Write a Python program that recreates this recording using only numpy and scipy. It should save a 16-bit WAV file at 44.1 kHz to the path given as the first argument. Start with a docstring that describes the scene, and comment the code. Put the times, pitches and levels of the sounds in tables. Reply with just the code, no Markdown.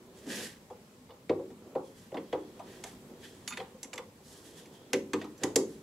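"""In a small, quiet workshop a hand seats a square aluminium block in the jaws of a lathe chuck.
Each knock on the steel jaws cracks (shaped noise), rings the block, then booms through chuck and bed
(decaying modes); loose parts rattle on. Sliding faces hiss, scrape and grind as dense random grains.
A steel key and the block clink briefly as a bank of high modes. Diffuse reflections answer the work,
and a low room rumble with faint hiss and mains hum lies below as banded noise and a sine."""
import sys
import numpy as np
from scipy import signal
from scipy.fft import rfft, irfft
from scipy.io import wavfile

SR = 44100
rng = np.random.default_rng(int(sys.argv[2]) if len(sys.argv) > 2 else 0)


def wav_out(sig):
    """Save sig, one row per channel (or a flat mono array), as 16-bit PCM at SR to the path in sys.argv[1]."""
    wavfile.write(sys.argv[1], SR, np.round(np.clip(np.atleast_2d(sig).T, -1, 1) * 32767).astype(np.int16))


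N = 256662  # length [samples]

KNOCK_T = np.arange(int(.36 * SR)) / SR  # time from the start of a knock [s]
IMPULSE = KNOCK_T == 0
BED_LAG_S = 0.0066
SWELL = 1 - np.exp(-(KNOCK_T / BED_LAG_S) ** 3.24)  # heavy castings take a few cycles to get going


def knocks():
    """Impact excitation: an impulse for the castings, separate noise for the rattle, chatter for the block."""
    # knocks: (time [s], lathe bed [dB], chuck [dB], block [dB], contact crack [dB],
    #          favoured pitch of bed [Hz], favoured pitch of chuck [Hz])
    knock_list = [(0.265, -32.5, -61, -60, -49, 220, 695), (0.291, -47.5, -62, -53, -59, 190, 840),
                  (0.701, -40, -42, -60, -68, 470, 710), (0.936, -72, -83, -65, -72, 243, 960),
                  (1.09, -49, -52, -61, -72, 494, 890), (1.104, -49, -50, -52, -78, 570, 670),
                  (1.294, -16.5, -29, -29.5, -47, 440, 720), (1.391, -31.5, -45.5, -71, -78, 416, 750),
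                  (1.501, -43, -52, -60, -66, 308, 730), (1.752, -21, -31, -47.5, -59, 453, 643),
                  (2.119, -31.5, -43, -56, -72, 510, 714), (2.143, -30, -33, -42.5, -59, 290, 664),
                  (2.17, -31, -43, -34, -58, 484, 750), (2.327, -22, -27.5, -33.5, -48, 448, 650),
                  (2.593, -79, -36.5, -51.5, -54, 408, 700), (2.838, -43.5, -42, -36.5, -30, 312, 630),
                  (3.097, -42.5, -65, -63, -74, 256, 626), (3.476, -49, -46.5, -31, -26.5, 202, 1260),
                  (3.505, -67, -41, -42, -39, 393, 1100), (3.524, -57, -69, -40.5, -48, 302, 1300),
                  (3.534, -47, -51, -36, -49, 204, 1250), (3.572, -38.5, -41.5, -30, -37.5, 498, 860),
                  (3.599, -33.5, -37, -36, -66, 490, 730), (3.742, -45.5, -59, -71, -70, 576, 820),
                  (3.83, -48, -52, -46, -28.5, 274, 750), (3.844, -47.5, -63, -44.5, -42, 510, 977),
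                  (3.931, -64, -46.5, -33.5, -36.5, 507, 622), (3.936, -41.5, -45, -44, -35, 476, 1030),
                  (3.956, -44, -56, -51, -42, 467, 970), (3.978, -37.5, -37.5, -31, -39, 500, 880),
                  (4.656, -48, -80, -49, -54, 364, 716), (4.902, -53, -70, -57, -67, 353, 1120),
                  (4.931, -20, -36, -16.5, -22, 379, 690), (5.133, -19, -31.5, -24.5, -28.5, 341, 900),
                  (5.214, -38, -42, -34.5, -48, 258, 622), (5.242, -37.5, -43.5, -48, -51, 330, 880),
                  (5.377, -73, -76, -64, -50, 229, 633), (5.434, -19, -30, -26, -18.5, 383, 820),
                  (5.558, -15, -29.5, -25.5, -10, 374, 625)]
    out = np.zeros((2, N))
    for s, bed_db, chuck_db, block_db, crack_db, bed_hz, chuck_hz in knock_list:
        noises = rng.standard_normal((4, len(KNOCK_T)))
        add(out, s, castings(bed_db, chuck_db, bed_hz, chuck_hz))
        add(out, s, stand_shudder(bed_db))
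        add(out, s, loose_parts(chuck_db, noises))
        add(out, s, block_on_jaws(block_db, crack_db, noises))
    return out


def castings(bed_db, chuck_db, bed_hz, chuck_hz):
    """Modal superposition: bed and chuck sum damped modes that build up with a lag after an impulse."""
    # modes of the lathe bed: (frequency [Hz], relative level [dB], t60 [s])
    bed_modes = [(182.4, -6, 0.47), (214, -6, 0.68), (240.3, -2, 0.2), (265.4, -2, 0.22), (292.9, -1, 0.27),
                 (316.2, 1.5, 0.12), (340, -7.5, 0.34), (379.9, -8.5, 0.39), (398.7, -1, 0.13),
                 (450, 3, 0.15), (479.5, 0.5, 0.13), (511.5, -4.5, 0.17), (520, 1.5, 0.17),
                 (585, -10.5, 0.29)]
    # modes of the chuck: (frequency [Hz], relative level [dB], t60 [s])
    chuck_modes = [(627, 2.5, 0.044), (711, -2, 0.095), (775, -2, 0.14), (840, -34.5, 0.36),
                   (844, -11, 0.17), (893, -6, 0.22), (1015, 1, 0.11), (1100, -14, 0.44), (1205, 7.5, 0.13),
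                   (1360, 6, 0.1)]
    bed_span_oct, chuck_span_oct = 0.66, 0.49
    chuck_lag_s = 0.0032
    # the first swings of the bed stand out until the vibration has spread through it
    punch, punch_s = 0.61, 0.0047
    bed = ringing(bed_modes, IMPULSE, favour(bed_modes, bed_hz, bed_span_oct))
    bed = peak_one(SWELL * (1 + punch * np.exp(-KNOCK_T / punch_s)) * bed)
    chuck = ringing(chuck_modes, IMPULSE, favour(chuck_modes, chuck_hz, chuck_span_oct))
    chuck = peak_one((1 - np.exp(-KNOCK_T / chuck_lag_s)) * chuck)
    rumble_cut = signal.butter(4, 130, "high", fs=SR, output="sos")
    return signal.sosfilt(rumble_cut, from_db(bed_db) * bed + from_db(chuck_db) * chuck)


def stand_shudder(bed_db):
    """Low-order modes: the stand shudders below the bed with the same gradual onset."""
    # modes of the stand: (frequency [Hz], relative level [dB], t60 [s])
    stand_modes = [(70, -17, 0.38), (102.7, 5.5, 0.15), (153.5, 5.5, 0.23)]
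    stand_db = -21  # against the bed
    return from_db(bed_db + stand_db) * SWELL * ringing(stand_modes, IMPULSE, count=1)


def loose_parts(chuck_db, noises):
    """Noise with exponential decay: loose parts rattle on after a knock."""
    # spectrum of the rattle: (frequency [Hz], relative level per Hz [dB])
    rattle_spectrum = [(600, 3.5), (1000, 14), (1500, -1), (2200, -33), (3500, -28), (6000, -43)]
    rattle_db, rattle_s = -5.5, 0.032  # level against the chuck, decay time
    _, left, right, loose = noises
    rattle = colour(loose + np.array([left, right]), rattle_spectrum)
    return from_db(chuck_db + rattle_db) * peak_one(SWELL * np.exp(-KNOCK_T / rattle_s) * rattle)


def block_on_jaws(block_db, crack_db, noises):
    """Contact force as source: a brief noisy chatter is heard directly and drives block and jaw modes."""
    # modes of the block: (frequency [Hz], relative level [dB], t60 [s])
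    block_modes = [(1900, 0, .03), (2200, 0, .035), (2520, -2, .03), (3000, -4, .03), (3400, 0, .04),
                   (3650, -4, .03), (4400, -5, .03), (4850, -5, .03)]
    # modes of the jaws: (frequency [Hz], relative level [dB], t60 [s])
    jaw_modes = [(6150, -2, .05), (7350, 0, .07), (10200, -8, .03), (11500, -8, .03)]
    # spectrum of the block's clack and clatter: (frequency [Hz], relative level per Hz [dB])
    clack_spectrum = [(700, -3), (1300, -2), (2000, 10.5), (3000, 1.5), (4500, -8), (7000, -25)]
    # spectrum of the contact crack: (frequency [Hz], relative level per Hz [dB])
    crack_spectrum = [(2500, -16), (4500, -9.5), (6000, -2.5), (8000, -2), (9500, -7), (12000, -13.5),
                      (13500, -38), (16000, -33)]
    contact_s, pan_db = 0.004, -1.9  # decay time of the chatter; left minus right
    clatter_db, clatter_s = -9, 0.011  # level against the clack, decay time
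    ring_at_40_db, ring_damping = -5.5, 0.36  # ring at a -40 dB contact; dB lost per dB of a firmer one

    shared, left, right, loose = noises
    touch = np.exp(-KNOCK_T / contact_s) * (1 - np.exp(-3 * KNOCK_T / contact_s))
    force = shared * touch
    clack = peak_one(touch * colour(shared + 0.42 * np.array([left, right]), clack_spectrum))
    crack = peak_one(touch * colour(shared + 0.73 * np.array([left, right]), crack_spectrum))
    clatter = colour(2.4 * loose + np.array([right, left]), clack_spectrum)
    clatter = peak_one(SWELL * np.exp(-KNOCK_T / clatter_s) * clatter)

    ring_gain = from_db(ring_at_40_db - ring_damping * (max(block_db, crack_db) + 40))
    block_ring = ring_gain * ringing(block_modes, force)
    jaw_ring = ring_gain * ringing(jaw_modes, force, cluster=0.0275)
    block = from_db(block_db) * (clack + from_db(clatter_db) * clatter + block_ring)
    jaws = from_db(crack_db) * (crack + jaw_ring)
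    return (block + jaws) * from_db(pan_db / 2 * np.array([[1], [-1]]))


def clinks():
    """Free vibration: an impulse sets off the high ringing of key and block, each mode decaying alone."""
    # clinks of key and block: (time [s], peak level before panning [dB], favoured pitch [Hz])
    clink_list = [(3.479, -31, 8000), (3.507, -41, 1600), (3.524, -32.5, 2400)]
    # high ringing of key and block: (frequency [Hz], relative level [dB], t60 [s])
    clink_modes = [(1410, 5, .09), (2120, -2, .06), (2510, 4, 0.079), (3590, 1.5, .08), (4430, 0, 0.082),
                   (5840, -5, .1), (6760, 1.5, 0.17), (10050, -2, 0.3), (10940, -21, .1), (13240, -11, .14),
                   (14270, -18, .15)]
    span_oct = 1.55
    out = np.zeros((2, N))
    for s, db, hz in clink_list:
        weights_db = favour(clink_modes, hz, span_oct)
        clink = ringing(clink_modes, IMPULSE, weights_db, cluster=.002, spread_db=1.5, count=1)
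        add(out, s, from_db(db) * clink * from_db([[-2], [2]]))  # to the right
    return out


def rubs(grains_per_s=9000, size_db=2.0):
    """Friction noise: dense uneven micro-contacts of sliding faces, heard in air, block and bed."""
    # rubbing strokes: (time at full pressure [s], hold [s], hiss [dB], scrape in the block [dB],
    #                   whisper of light rubbing [dB])
    strokes = [(0.175, 0.012, -61, -65, -71), (0.304, .14, -44, -44.5, -73),
               (1.856, 0.018, -63.5, -84, -70.5), (1.98, .06, -63.5, -67, -73), (2.2, 0.44, -77, -73, -73),
               (2.684, 0.083, -63, -60.5, -78), (2.867, 0.0079, -54.5, -55.5, -63),
               (3.242, 0.006, -55, -54.5, -59), (3.356, 0.16, -67, -72, -74),
               (3.579, 0.019, -64, -53.5, -72), (4.263, 0.023, -58.5, -72, -77),
               (4.328, 0.039, -58, -66.5, -68), (4.457, 0.026, -56.5, -64.5, -67),
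               (4.58, .02, -57, -60.5, -60), (4.743, 0.0084, -64.5, -66, -64.5),
               (4.814, 0.068, -90, -90, -74), (5.194, 0.026, -65, -58.5, -73),
               (5.435, 0.003, -57, -52, -72), (5.69, .04, -61.5, -70, -87)]
    # low grind in the bed while the hand works the block: (time [s], level [dB])
    grind_level = [(0, -57.5), (.245, -56), (.27, -46.5), (.44, -47), (.55, -70), (1.45, -74),
                   (1.68, -50.5), (1.9, -76), (2.2, -64.5), (2.7, -53.5), (2.86, -58), (2.95, -61.5),
                   (3.14, -54), (3.45, -63), (4.2, -69), (4.35, -58.5), (4.9, -58), (5.4, -66.5),
                   (5.43, -39.5), (5.6, -57), (5.82, -76)]
    # spectrum of the hiss: (frequency [Hz], relative level per Hz [dB])
    hiss_spectrum = [(1760, -47), (3000, -15.5), (4730, -9.5), (8110, -9.5), (9070, -6.5), (10600, -12),
                     (14700, -25.5), (16000, -41)]
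    # spectrum of the scrape: (frequency [Hz], relative level per Hz [dB])
    scrape_spectrum = [(800, -12), (1450, -13), (1560, 0), (1950, 0), (2080, -8), (3100, -5), (4500, -12),
                       (6000, -20)]
    # spectrum of the grind: (frequency [Hz], relative level per Hz [dB])
    grind_spectrum = [(90, -7), (200, 1.5), (400, 7.5), (650, -3), (1000, -12), (1500, -17)]
    # faint bands of light rubbing: (centre [Hz], width [Hz], relative level [dB])
    whisper_bands = [(3320, 210, 25), (4980, 140, -26), (5600, 210, 1), (7700, 280, -18), (10100, 680, -18)]
    rise_db_per_s, fall_db_per_s = 386, 185

    t, out = np.arange(N) / SR, np.zeros((2, N))
    stroke_gains = np.zeros((3, N))
    for s, hold, *levels_db in strokes:
        below_db = rise_db_per_s * np.maximum(s - t, 0) + fall_db_per_s * np.maximum(t - s - hold, 0)
        stroke_gains += from_db(np.array(levels_db)[:, None] - below_db)
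    hiss, scrape, whisper = stroke_gains
    grind = from_db(np.interp(t, *np.transpose(grind_level)))

    # (gain, spectrum, how far left and right differ)
    layers = ((hiss, hiss_spectrum, 1.0), (scrape, scrape_spectrum, 0.71),
              (grind, grind_spectrum, 0.027), (whisper, None, 1.0))
    for gain, spectrum, apart in layers:
        struck = rng.random(N) < grains_per_s / SR
        grains = struck * from_db(size_db * rng.exponential(1, N)) * rng.choice([-1, 1], N)
        grains = rms_one(grains) + apart * rng.standard_normal((2, N))
        if spectrum:
            sound = colour(grains, spectrum)
        else:
            sound = np.zeros((2, N))
            for hz, width_hz, db in whisper_bands:
                b, a = signal.iirpeak(hz, hz / width_hz, fs=SR)
                sound += from_db(db) * signal.lfilter(b, a, grains)
        out += gain * from_db(1.2 * drift(41)) * rms_one(sound)
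    return out


def workshop(x):
    """Diffuse-field reverberation: noise that dies band by band, starting after the first wall."""
    # decay of the room: (frequency [Hz], t60 [s])
    decay_times = [(100, 0.91), (300, 0.47), (1000, 0.25), (4000, 0.26), (12000, 0.25)]
    t = np.arange(int(.7 * SR)) / SR
    tail = sum(pair * from_db(-60 * t / at_hz(decay_times, hz)) for hz, pair in bands(len(t)))
    tail *= np.clip((t - .004) / 0.0025, 0, 1)
    tail /= np.sqrt(np.sum(tail ** 2) / 2)  # unit energy per channel on average
    return signal.fftconvolve(x[None], tail, axes=1)[:, :N]


def room_noise():
    """Broadband noise: distant rumble and faint hiss, slightly patchy, with a wavering mains hum."""
    # spectrum of the room noise: (frequency [Hz], relative level per Hz [dB])
    noise_spectrum = [(15, -46), (25, -17), (229, 0), (344, -16), (416, -6), (677, -17.5), (911, -14.5),
                      (1330, -20), (8140, -27), (9070, -20), (10100, -28), (14800, -31.5), (16000, -47)]
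    # patchiness of the room noise: (frequency [Hz], spread of level [dB])
    patchiness = [(100, 2.5), (600, 2.5), (2000, 1.2), (16000, .8)]
    noise_db, hum_db, hum_hz = -55.5, -70.5, 100  # rms of the noise; mean level and pitch of mains hum
    together = drift(0.17)
    noise = np.zeros((2, N))
    for hz, pair in bands(N):
        wander_db = 1.1 * together + at_hz(patchiness, hz) * drift(9.8)
        noise += from_db(at_hz(noise_spectrum, hz) + wander_db) * pair
    hum = from_db(1.4 * drift(4.6)) * np.sin(2 * np.pi * hum_hz * np.arange(N) / SR)
    return from_db(noise_db) * rms_one(noise) + from_db(hum_db) * hum


def ringing(modes, force, favour_db=0, cluster=0.03424, spread_db=1.0, count=3):
    """Convolution of a contact force with the impulse response of clustered close modes; peak 1."""
    # cluster: spread of the close modes as a share of their pitch; count: modes in each cluster
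    hz, level_db, t60 = np.transpose(modes)[:, :, None]
    t = np.arange(len(force)) / SR
    response = 0
    for shift, weight, sign in rng.standard_normal((count, 3, *hz.shape)):
        decay_db = level_db + favour_db + spread_db * weight - 60 * t / t60
        level = from_db(decay_db) * np.sign(sign)
        swing = np.sin(2 * np.pi * hz * (1 + cluster * shift) * t)
        response = response + np.sum(level * swing, axis=0)
    return peak_one(signal.fftconvolve(response, force)[:len(force)])


def favour(modes, centre_hz, span_oct):
    """Modal participation: the place struck favours the modes near one pitch (dB)."""
    return -10 * (np.log2(np.array(modes)[:, :1] / centre_hz) / span_oct) ** 2


def colour(x, spectrum):
    """Spectral shaping of noise or grains, silent outside the table's range; rms 1."""
    size = x.shape[-1]
    hz = np.maximum(np.fft.rfftfreq(size, 1 / SR), 1)
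    outside = (hz < spectrum[0][0]) | (hz > spectrum[-1][0])
    return rms_one(irfft(rfft(x) * from_db(at_hz(spectrum, hz)) * ~outside, size))


def bands(size):
    """Spatial coherence: yields each band's centre and stereo noise of set left-right likeness."""
    # (frequency [Hz], left-right correlation [1])
    likeness = [(25, 0.9), (60, 0.92), (125, 0.95), (300, 1), (500, 0.91), (1200, 0.077), (5000, 0.067),
                (12000, 0.01)]
    edges = 22 * 2 ** np.arange(0, 9.7, .4)  # Hz, 0.4 octave apart
    white = rng.standard_normal((2, 2, size))
    for k, (low, high) in enumerate(zip(edges, edges[1:])):
        band = signal.butter(2, [low, high], "band", fs=SR, output="sos")
        mid, side = signal.sosfilt(band, white[k % 2])  # neighbouring bands use separate noise
        hz = np.sqrt(low * high)
        alike = np.clip(at_hz(likeness, hz), -1, 1)
        yield hz, np.sqrt(1 + alike) * mid + np.sqrt(1 - alike) * side * [[1], [-1]]


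def drift(rate):
    """Low-pass filtered random fluctuation of rms 1, about rate changes a second."""
    step = 40  # samples between computed points
    r = np.exp(-2 * step * np.pi * rate / SR)
    white = rng.standard_normal(N // step + 2002)
    slow = signal.lfilter([1], [1, -2 * r, r * r], white)[2000:]  # past the filter's start
    return np.interp(np.arange(N) / step, np.arange(len(slow)), rms_one(slow))


def at_hz(points, hz):
    """Logarithmic frequency scale: read a (frequency [Hz], value) table at hz."""
    return np.interp(np.log(hz), np.log(np.array(points)[:, 0]), np.array(points)[:, 1])


def from_db(db):
    """Level to amplitude ratio: dB to gain."""
    return 10 ** (np.asarray(db) / 20)


def rms_one(x):
    """Power normalisation: scale to rms 1."""
    return x / np.sqrt(np.mean(x ** 2) + 1e-20)


def peak_one(x):
    """Amplitude normalisation: scale to peak 1."""
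    return x / np.abs(x).max()


def add(out, s, sound):
    """Linear superposition: mix a sound in at s seconds."""
    at = int(s * SR)
    out[:, at:at + sound.shape[-1]] += sound[..., :N - at]


def scene():
    """Superposition of direct sound from the chuck, its reflections and the room noise."""
    reflections_db = -10.5
    near = knocks() + clinks() + rubs() * from_db([[-.8], [.8]])
    return near + from_db(reflections_db) * workshop(near.mean(0)) + room_noise()


def record(dry):
    """Receiver response: the microphone has a narrow dip in the treble; the top is cut."""
    dip_hz, dip_width_hz, dip_depth = 9005, 1090, 0.76  # depth: share of the amplitude removed
    cutoff_hz = 15750
    b, a = signal.iirpeak(dip_hz, dip_hz / dip_width_hz, fs=SR)
    dipped = dry - dip_depth * signal.lfilter(b, a, dry)
    return signal.sosfilt(signal.ellip(12, .5, 70, cutoff_hz, fs=SR, output="sos"), dipped)


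dry = scene()
out = record(dry)
wav_out(out)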